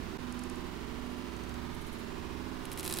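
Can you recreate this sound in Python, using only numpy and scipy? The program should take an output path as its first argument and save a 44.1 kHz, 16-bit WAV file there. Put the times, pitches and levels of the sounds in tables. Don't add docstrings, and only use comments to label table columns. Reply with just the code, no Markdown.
import sys
import numpy as np
from scipy import signal
from scipy.fft import rfft, irfft
from scipy.io import wavfile
from scipy.ndimage import uniform_filter1d

SR = 44100
rng = np.random.default_rng(int(sys.argv[2]) if len(sys.argv) > 2 else 0)


def how_loud(loudness_db):
    steps = np.asarray(loudness_db, float) / 20
    return 10 ** steps


def generate_wav(signal):
    frames = np.transpose(np.atleast_2d(signal))
    scaled = np.clip(frames, -1, 1) * 32767
    pcm = np.round(scaled).astype(np.int16)
    wavfile.write(sys.argv[1], SR, pcm)


N = 132300
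T = np.arange(N) / SR
HZ = np.maximum(np.fft.rfftfreq(N, 1 / SR), 1)

SLOW_FROM_S, PIECE_S = .1772, .075
BACK_MS = [44.67, 67.85, 44.76, 61.59, 59.32, 59.34, 45.94, 54.38, 66.87, 57.78, 52.43, 53.02, 63.33, 44.29,
           53.4, 71.09, 56.26, 47.85, 58.1, 50.32, 68.46, 52.72, 58.96, 57.37, 49.95, 50.09, 68.71, 56.26,
           52.72, 59.8, 55.37, 48.25, 62.63, 58.55, 54.78, 47.55, 61.63]
WINGS_OPEN_S = 2.7162
BEETLE_PAN_DB, BEETLE_ALIKE = -1, .84


def at_hz(points):
    hz, db = np.transpose(points)
    return how_loud(np.interp(np.log(HZ), np.log(hz), db))


def coloured(x, gain):
    return irfft(rfft(x) * gain, N)


def band(x, edges_hz):
    return signal.sosfilt(signal.butter(3, edges_hz, "band", fs=SR, output="sos"), x)


def live(s):
    piece = max(int((s - SLOW_FROM_S) / PIECE_S), 0)
    return s - sum(BACK_MS[:piece]) / 1000


def live_mean(s):
    back_s = np.cumsum([0] + list(BACK_MS)) / 1000
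    middle_s = SLOW_FROM_S + PIECE_S * (np.arange(len(back_s)) + .5)
    return s - np.interp(s, middle_s, back_s)


def age(s):
    return np.maximum(T - live(s), 0)


def burst(s, db, t60):
    t = age(s)
    return how_loud(db - 60 * t / t60) * (1 - np.exp(-t / .0004))


def both_ports(envelope, colour):
    mid, side = rng.standard_normal((2, N))
    noise = np.sqrt(BEETLE_ALIKE) * mid + np.sqrt(1 - BEETLE_ALIKE) * side * [[1], [-1]]
    return colour(envelope * noise)


def drone(noise):
    # (centre [Hz], width [Hz], level [dB])
    resonances = [(57.9, 14, -46), (82.65, 18, -47), (154, 18, -50), (194.5, 22, -51.5), (245.6, 40, -60),
                  (352, 52, -54.5), (996, 270, -65)]
    # (time [s], level [dB])
    rumble_swell = [(0.0, -51.5), (0.05, -44.5), (0.2, -62), (0.22, -50), (0.27, -47), (1.24, -51.5),
                    (1.28, -46.5), (1.73, -46), (1.75, -49), (1.78, -44), (1.91, -56), (2.5, -52.5),
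                    (2.74, -58), (3.0, -46)]
    s, rumble_db = np.transpose(rumble_swell)
    swell = how_loud(np.interp(T, live_mean(s), rumble_db - rumble_db.mean()))
    out = np.zeros(N)
    for hz, width, db in resonances:
        tone = irfft(noise * how_loud(db) / (1 + (2 * (HZ - hz) / width) ** 2), N)
        if width < 30:
            size = np.abs(signal.hilbert(tone)) / tone.std() + .1
            tone = tone / size ** .9
        out += tone * swell if hz < 100 else tone
    return out


def hum():
    # (time [s], pitch [Hz], level [dB])
    hum_path = [(0.0, 237, -34.5), (0.03, 239.7, -57), (0.32, 246, -41), (0.51, 245.7, -39),
                (0.57, 251, -50), (0.71, 240.7, -53), (0.83, 241.3, -45), (1.18, 249.2, -43),
                (1.38, 240.5, -48), (1.54, 249.4, -47), (1.58, 241.5, -41.5), (1.85, 247, -50.5),
                (1.88, 240.4, -46), (2.5, 250.1, -49.5), (2.75, 238.2, -59), (2.84, 236.4, -52),
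                (2.9, 252.3, -50), (3.0, 236, -43.5)]
    s, hz, db = np.transpose(hum_path)
    pitch = np.interp(T, live_mean(s), hz)
    level = how_loud(1 + np.interp(T, live_mean(s), db))
    return level * np.sqrt(2) * np.sin(2 * np.pi * np.cumsum(pitch) / SR)


def room():
    # (frequency [Hz], level [dB per Hz])
    right_air = [(25, -54.5), (110, -61), (380, -55), (520, -69.5), (1150, -67.5), (4000, -78),
                 (9500, -91.5), (15500, -90.5)]
    # (frequency [Hz], level [dB per Hz])
    left_air = [(60, -132), (200, -82), (600, -69.5), (1300, -74), (4000, -83), (10500, -94), (15500, -111)]
    # (frequency [Hz], gain [dB])
    left_share = [(60, -21), (250, -17.5), (500, -25.5), (1500, -18.5), (15000, -18)]
    right_noise, drone_noise, left_noise = rfft(rng.standard_normal((3, N))) * how_loud(33)
    whine = how_loud(-74) * np.sin(2 * np.pi * 10435 * T)
    right = irfft(right_noise * at_hz(right_air), N) + whine + hum() + drone(drone_noise)
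    left = coloured(right, at_hz(left_share)) + irfft(left_noise * at_hz(left_air), N)
    return np.array([left, right])


def feet():
    # (time [s], peak level [dB])
    foot_ticks = [
        (0.4352, -37.5),
        (1.492, -44),
        (2.59, -54),
    ]
    tick_hz, lag_s, t60 = (4800, 11700), .001, .012
    ticks = sum(burst(s + lag_s, db + 4, t60) for s, db in foot_ticks)
    return both_ports(ticks, lambda x: band(band(x, tick_hz), tick_hz))


def wing_cases():
    # (time [s], half length [s], level [dB], low edge [Hz], high edge [Hz])
    case_rustles = [
        (1.1200, .004, -60, 10000, 11800),
        (1.8710, .009, -56, 9300, 12800),
        (1.885, .009, -59.5, 10500, 14000),
        (1.876, .016, -63, 6500, 10000),
        (2.7030, .008, -63, 8000, 13500),
        (2.7250, .0035, -49, 5500, 13000),
        (2.7906, .0011, -37, 9300, 14500),
        (2.8708, .0011, -40, 7600, 9400),
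    ]
    out = np.zeros((2, N))
    for s, half, db, low_hz, high_hz in case_rustles:
        soft = how_loud(db + 6) * np.exp(-((T - live(s)) / half) ** 2)
        out += both_ports(soft, lambda x: band(x, (low_hz, high_hz)))
    return out


def whirr(snap_colour):
    start_db, rise_db_per_s, grain_db, grain_s = -48.5, 50, 4, .0012
    t = age(WINGS_OPEN_S)
    rising = (t > 0) * how_loud(start_db + rise_db_per_s * np.minimum(t, .1))
    grain = grain_db * np.interp(T / grain_s, np.arange(4000), rng.standard_normal(4000))
    return both_ports(rising * how_loud(grain + 2), lambda x: coloured(x, snap_colour))


def pop():
    from_hz, to_hz, fall_s = 4800, 1300, .005
    t = age(WINGS_OPEN_S)
    pitch = from_hz * (to_hz / from_hz) ** np.minimum(t / fall_s, 1)
    fading = np.sin(np.pi * np.minimum(t / (0.86 * fall_s), 1)) ** .5
    return how_loud(-41) * fading * np.sin(2 * np.pi * np.cumsum(pitch) / SR)


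def tips():
    # (time [s], peak level [dB])
    tip_spikes = [
        (2.7966, -33),
        (2.8615, -26),
        (2.9246, -32),
        (2.9388, -30),
    ]
    spikes = np.zeros(N)
    for s, db in tip_spikes:
        spikes[int(live(s) * SR)] = -2 * how_loud(db)
    return band(spikes + 1e-18, (2500, 15000))


def claps(snap_colour):
    # (time [s], snap level [dB], body ring level [dB], snap T60 [s], brightest frequency [Hz])
    wing_claps = [
        (2.7162, -40.5, -47, 0.021, 11300),
        (2.796, -34.5, -52, 0.022, 7900),
        (2.862, -35, -44, 0.024, 11000),
        (2.8660, -47, -43, .012, 12000),
        (2.925, -31, -34, 0.018, 11500),
        (2.9355, -47, -53, .01, 12500),
        (2.9387, -31.5, -48, 0.02, 9000),
        (2.9950, -45, -52, 0.012, 12400),
    ]
    # (frequency [Hz], level [dB], T60 [s])
    body_rings = [(2570, -4, .026), (2700, -10, .014), (3940, 0, .018), (5400, -6, .012), (1750, -8, .02)]
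    focus_db, focus_octaves, push_hz = 11, .3, 404
    out = np.zeros((2, N))
    strength_db = rng.normal(0, 1, (len(wing_claps), len(body_rings)))
    for (s, snap_db, ring_db, t60, focus_hz), extra in zip(wing_claps, strength_db):
        off_focus = np.log2(HZ / focus_hz) / focus_octaves
        colour = snap_colour * how_loud(focus_db * np.exp(-off_focus ** 2))
        snap_and_crack = burst(s, snap_db, t60) + burst(s, snap_db + 7.5, .0043)
        out += both_ports(snap_and_crack, lambda x: coloured(x, colour))
        t = age(s)
        for (hz, db, ring_s), own_db in zip(body_rings, extra):
            out += burst(s, ring_db + db + own_db, ring_s) * np.sin(2 * np.pi * hz * t)
        out -= how_loud(ring_db - 4) * np.sin(2 * np.pi * push_hz * t) * np.exp(-push_hz * 2 * t)
    return out


def wings():
    # (frequency [Hz], gain [dB])
    snap_points = [(1500, -1.5), (3200, 0), (4500, 0), (6500, -3.5), (8500, -2), (11000, -3.5), (13500, -5),
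                   (15500, -7)]
    snap_colour = at_hz(snap_points)
    return whirr(snap_colour) + claps(snap_colour) + pop() + tips()


def slowed(x, seek_s):
    fade_s, cut_s = .015, .004
    piece, fade = PIECE_S * SR, int(fade_s * SR)
    first, seek = int(SLOW_FROM_S * SR), int(seek_s * SR)
    at_full_speed = x * np.clip((SLOW_FROM_S - T) / cut_s, 0, 1)
    out = np.pad(at_full_speed, ((0, 0), (0, SR)))
    ramp, tail = np.arange(fade) / fade, None
    for k, back_ms in enumerate(np.cumsum([0] + list(BACK_MS))):
        at = first + int(k * piece)
        size = int((k + 1) * piece) - int(k * piece)
        start = at - int(round(back_ms * SR / 1000))
        if k and seek:
            nearby = x[1, start - seek:start + seek + fade]
            start += np.argmax(np.correlate(nearby, tail, "valid")) - seek
        window = np.concatenate([ramp, np.ones(size - fade), 1 - ramp])
        out[:, at:at + size + fade] += window * x[:, start:start + size + fade]
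        tail = x[1, start + size:start + size + fade]
    return out[:, :N]


def scene():
    air = room()
    pan = how_loud([[BEETLE_PAN_DB / 2], [-BEETLE_PAN_DB / 2]])
    beetle = (feet() + wing_cases() + wings()) * pan
    return slowed(air, .0025) + slowed(beetle, 0)


def roll_off(x):
    return signal.sosfilt(signal.butter(12, 16080, fs=SR, output="sos"), x)


def record(dry):
    gate_ease = [0, -1, 0, -2, -3, 5]
    left_edge_hz, top_hz, gate_db, patch_db, patch_s = 11400, 15800, -62, 1, .03
    spectrum = rfft(dry) * (HZ < top_hz)
    left = irfft(spectrum[0] * (HZ < left_edge_hz), N)
    edges = np.linspace(left_edge_hz, top_hz, num=7)
    patches = rng.standard_normal((6, 120))
    for low, high, ease_db, patch in zip(edges, edges[1:], gate_ease, patches):
        part = irfft(spectrum[0] * ((HZ >= low) & (HZ < high)), N)
        level_db = 10 * np.log10(uniform_filter1d(part ** 2, size=1024) + 1e-14)
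        chance_db = patch_db * np.interp(T / patch_s, np.arange(120), patch)
        gate = np.clip((level_db + ease_db + chance_db - gate_db) / 2, 0, 1)
        left += how_loud(-9) * gate * part
    return roll_off(np.array([left, irfft(spectrum[1], N)]))


dry = scene()
out = record(dry)
generate_wav(out)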